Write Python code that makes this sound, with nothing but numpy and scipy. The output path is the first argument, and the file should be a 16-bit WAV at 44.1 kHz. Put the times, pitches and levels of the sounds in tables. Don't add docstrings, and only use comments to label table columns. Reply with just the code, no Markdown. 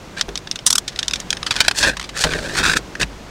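import sys
import numpy as np
from scipy import signal
from scipy.fft import rfft, irfft, next_fast_len
from scipy.io import wavfile
from scipy.ndimage import uniform_filter1d, map_coordinates

SR = 44100
rng = np.random.default_rng(int(sys.argv[2]) if len(sys.argv) > 2 else 0)


def materialize(psi):
    bounded = np.clip(np.atleast_2d(psi).T, -1, 1)
    quanta = np.round(bounded * 32767).astype(np.int16)
    wavfile.write(sys.argv[1], SR, quanta)


N = 145530


def gain(db):
    return 10 ** (np.asarray(db) / 20)


def unit(x):
    return x / np.sqrt(np.mean(x ** 2))


def colour(x, points, tilt_db=0):
    size = next_fast_len(2 * len(x))
    size += size % 2
    hz, db = np.array(points, float).T
    octave = np.log2(np.maximum(np.arange(size // 2 + 1) * SR / size, 1))
    curve_db = np.interp(octave, np.log2(hz), db + tilt_db * np.log2(hz / hz.mean()))
    cepstrum = irfft(np.log(gain(curve_db)))
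    cepstrum[1:size // 2] *= 2
    cepstrum[size // 2 + 1:] = 0
    return irfft(rfft(x, size) * np.exp(rfft(cepstrum)))[:len(x)]


def wander(rate_hz):
    step = int(SR / rate_hz)
    steps = np.repeat(rng.standard_normal(N // step + 1), step)
    return unit(uniform_filter1d(steps, step)[:N])


def add(out, at_s, x, centred=False):
    i = int(at_s * SR) - centred * (len(x) // 2)
    out[i:i + len(x)] += x[:len(out) - i]


def ring(tones, pitch=1):
    t = np.arange(SR // 2) / SR
    return sum(gain(db) * np.sin(2 * np.pi * hz * pitch * t) * np.exp(-np.log(1000) * t / fade_s)
               for hz, db, fade_s in tones)


def resonate(x, hz, sharpness):
    ringing = signal.lfilter(*signal.iirpeak(hz, sharpness, fs=SR), x)
    return unit(ringing) * np.std(x)


def snap(body, level_db, decay_ms, tilt_db=0, lead_in_db=-25, size=4096):
    ms = (np.arange(size) - size / 2) * 1000 / SR
    after_ms = np.maximum(ms, 0)
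    rise_ms = 0.4 + 0.28 * decay_ms
    lead_in = gain(lead_in_db) * np.exp(-abs(ms) / 1.5)
    burst = np.exp(-np.maximum(ms - rise_ms, 0) / decay_ms)
    tail = gain(-7) * np.exp(-after_ms / 5.34)
    loudness = lead_in + np.minimum(after_ms / rise_ms, 1) * (burst + tail)
    chatter = loudness * np.sign(rng.standard_normal(size))
    return unit(colour(chatter, body, tilt_db)) * np.std(chatter) * gain(level_db) / 2


def friction(body, grains_per_s):
    slips = rng.random(N) < grains_per_s / SR
    strength = gain(4 * np.clip(rng.standard_normal(N), -2, 2))
    grit = unit(slips * strength * np.sign(rng.standard_normal(N)))
    rub = 0.45 * rng.standard_normal(N)
    return unit(colour(grit + rub, body))


# pitch_hz, level_db
BREEZE_TONE = [(25, -8), (52, 4), (75, -4.5), (170, -2), (400, -7.5), (6500, -25), (11000, -39),
               (16000, -44)]


def breeze(level_db=-36.5, gust_db=1.2):
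    loudness = gain(level_db + gust_db * wander(2.72))
    return loudness * unit(colour(rng.standard_normal(N), BREEZE_TONE))


# pitch_hz, level_db, fade_s
DECK_BOOM = [(51.8, -2, 0.37), (157, -3.5, 0.23)]
# start_s, level_db, pitch_hz
HAND_BUMPS = [(0.283, -27, 374), (2.245, -18, 553), (2.347, -24, 464), (3.012, -22, 150)]


def deck_bumps(knock_decay_s=0.019, knock_db=2):
    out, boom = np.zeros(N), ring(DECK_BOOM)
    t = np.arange(len(boom)) / SR
    for at, db, hz in HAND_BUMPS:
        push = np.exp(-t / knock_decay_s) * rng.standard_normal(len(t))
        knock = gain(knock_db) * resonate(push, hz, sharpness=4)
        add(out, at, gain(db) * (boom + knock))
    return out


def deck_echo(x, delay_s=0.001082, strength=0.49):
    positions = np.arange(N) - SR * delay_s * np.exp(0.2273 * wander(8.5))
    echo = map_coordinates(uniform_filter1d(x, size=4), [positions])
    return (x + strength * echo) / np.hypot(1, strength)


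# pitch_hz, level_db
HANDLE_TONE = [(500, -28), (1650, -3), (2200, -7), (3700, 0.5), (4500, -6), (5200, -1), (7400, -12),
               (10000, -24), (16000, -45)]
# pitch_hz, level_db, fade_s
BLADE_RING = [(6260, -3, 0.088), (8990, 10.5, 0.047)]
# start_s, level_db, brightness_db_per_octave, decay_ms
SLIDER_CLICKS = [(0.2111, -0.5, 1, 1.16), (.2900, -17, -3, 0.5), (.3556, -7, 1, 0.43), (.3750, -12, 4.5, 2),
                 (0.472, -18, -3.5, 2.1), (0.5127, -3, 3.5, 0.5), (0.5569, -14, 1.5, 2.9),
                 (0.5894, -19, -3.5, 2.1), (0.878, -12.5, 2.5, 6.7), (0.9604, -16, 2, 1.3),
                 (0.9894, -6.5, 2, 4.3), (1.0288, -8.5, 1.5, 2.2), (1.0811, -3, 3, 1.3),
                 (1.11, -11, 1, 0.93), (1.1345, -6.5, 3, 4.1), (1.157, -14, 1.5, 3.6),
                 (1.201, -14.5, 6, 2.2), (1.3043, -3, 3.5, 1.4), (1.328, -7.5, -1, 2.2),
                 (1.3688, -16.5, -3.5, 2.9), (1.4289, -11, -5, 2)]


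def slider_clicks(rattle_db=-21, ring_db=-39.5):
    out = np.zeros(N)
    for at, db, tilt, decay in SLIDER_CLICKS:
        add(out, at, snap(HANDLE_TONE, db, decay, tilt), centred=True)
        rattle_at = at + rng.uniform(0.007, 0.021)
        add(out, rattle_at, snap(HANDLE_TONE, db + rattle_db, decay, tilt), centred=True)
        grip_db = 5.5 * rng.standard_normal()
        pitch = np.exp(0.04 * rng.standard_normal())
        add(out, at, gain(db + ring_db + grip_db) * ring(BLADE_RING, pitch))
    return out


# pitch_hz, level_db
NOTCH_TONE = [(500, -32.5), (1450, -5.5), (2200, -18.5), (3500, -4.5), (4400, -6.5), (5750, 0), (6600, -4),
              (8600, -5), (16000, -32.5)]
# start_s, level_db, decay_ms
NOTCH_SNAPS = [(0.6643, 0, 2.2), (0.67, -3, 8.1), (0.7034, -2.5, 5.1), (0.7278, -2, 2.5), (0.7542, -4, 3.7),
               (0.7812, -2, 2.1)]


def slider_ratchet(ring_db=-14):
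    out = np.zeros(N)
    for at, db, decay in NOTCH_SNAPS:
        add(out, at, snap(NOTCH_TONE, db, decay, lead_in_db=-9), centred=True)
    add(out, NOTCH_SNAPS[0][0], gain(ring_db) * ring(BLADE_RING))
    return out


# pitch_hz, level_db
TIP_TONE = [(300, -17), (900, -7.5), (1600, -1.5), (2100, -4), (4400, -2), (9000, -15.5), (16000, -43)]
# start_s, level_db, decay_ms
TIP_TAPS = [(1.4632, -11, 10.2), (1.507, -5.5, 7.4), (1.564, -6.5, 0.88), (1.6038, 3, 3.1),
            (1.6097, -3.5, 4.4), (1.6815, 4.5, 1.6), (1.711, -6.5, 3), (1.8252, -5, 19),
            (1.968, -15.5, 4.6), (1.996, -14, 3.6), (2.0118, -19.5, 4.7), (2.027, -19, 1.4),
            (2.0384, -22.5, 12.6), (2.09, -20.5, 6.6), (2.238, -2, 6)]


def tip_taps():
    out = np.zeros(N)
    for at, db, decay in TIP_TAPS:
        add(out, at, snap(TIP_TONE, db, decay), centred=True)
    return out


# start_s, level_db, pitch_hz
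EDGE_CATCHES = [(2.306, -22, 2310), (2.3349, -8.5, 1620), (2.387, -15, 1570), (2.651, -5, 1720),
                (2.736, -5.5, 1840), (2.952, -17, 1760), (3.011, -10.5, 2040), (3.029, -7, 2470)]


def edge_catches(tick_db=-5.5):
    out = np.zeros(N)
    for at, db, hz in EDGE_CATCHES:
        tick = snap(TIP_TONE, db, decay_ms=2.3)
        add(out, at, resonate(tick, hz, sharpness=6.5) + gain(tick_db) * tick, centred=True)
    return out


# pitch_hz, level_db
FRAME_TONE = [(1200, -16), (1560, 0.5), (1780, -1.5), (2100, -17.5), (2500, -8.5), (3000, -18.5),
              (3800, -11), (9000, -45)]
EDGE_TONE = [(1500, -9.5), (4500, 2.5), (5800, 0.5), (8500, -3), (11400, -16.5), (16000, -28)]
DECK_TONE = [(200, -8), (420, 0), (570, -0.5), (750, -19), (3000, -52)]
# start_s, end_s, level_db
LIGHT_RUBS = [(0.169, 0.22, -29.5), (0.88, 1.23, -44), (1.506, 1.678, -28.5)]
# time_s, frame_db, hiss_db, rasp_db
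SCRAPE_STROKES = [
    [(1.745, -37, -41, -58), (1.785, -33, -15.5, -39), (1.84, -19.5, -28.5, -29), (1.888, -19.5, -23, -20),
     (1.95, -39.5, -54, -40)],
    [(2.135, -36, -51, -34.5), (2.175, -27, -24, -41), (2.238, -27, -19.5, -34), (2.252, -22, -32.5, -23.5),
     (2.42, -34, -36.5, -31), (2.535, -30, -35.5, -29.5), (2.588, -15, -18.5, -29),
     (2.625, -20, -34, -23.5), (2.637, -13.5, -21.5, -39), (2.735, -21.5, -25, -29.5),
     (2.752, -34, -42, -31.5), (2.773, -12, -14, -30), (2.803, -55, -57, -36)],
    [(2.997, -24, -29.5, -32), (3.025, -20.5, -20.5, -23), (3.048, -29, -42, -40)],
]


def scraping(judder_db=3.5, rumble_db=-9.5):
    t = np.arange(N) / SR
    levels = np.zeros((3, N))
    for stroke in SCRAPE_STROKES:
        times, *curves_db = np.array(stroke).T
        touching = (t >= times[0]) & (t < times[-1])
        levels += [gain(np.interp(t, times, db)) * touching for db in curves_db]
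    frame_level, hiss_level, rasp_level = levels
    rub_level = sum(gain(db) * ((t > start) & (t < end)) for start, end, db in LIGHT_RUBS)
    rub_level = uniform_filter1d(rub_level, size=400)
    judder = gain(judder_db * np.clip(wander(168.4), -2, 1))
    frame = (frame_level + rub_level / 2) * friction(FRAME_TONE, grains_per_s=1000)
    rasp = rasp_level * friction(DECK_TONE, grains_per_s=1000)
    rub = rub_level * friction(TIP_TONE, grains_per_s=500)
    boom = ring(DECK_BOOM)
    rumble = signal.fftconvolve(rasp_level * rng.standard_normal(N), boom / np.linalg.norm(boom))[:N]
    hiss = hiss_level * friction(EDGE_TONE, grains_per_s=2200)
    return judder * (frame + rasp + rub) + np.sqrt(judder) * hiss + gain(rumble_db) * rumble


def scene():
    knife = slider_clicks() + slider_ratchet() + tip_taps() + edge_catches() + scraping()
    return (deck_echo(knife) + deck_bumps() + breeze())[None]


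def record(dry, top_hz=15800):
    treble_cut = signal.ellip(8, .2, 60, top_hz, fs=SR, output="sos")
    return signal.sosfilt(treble_cut, np.clip(dry, -1, 1))


dry = scene()
out = record(dry)
materialize(out)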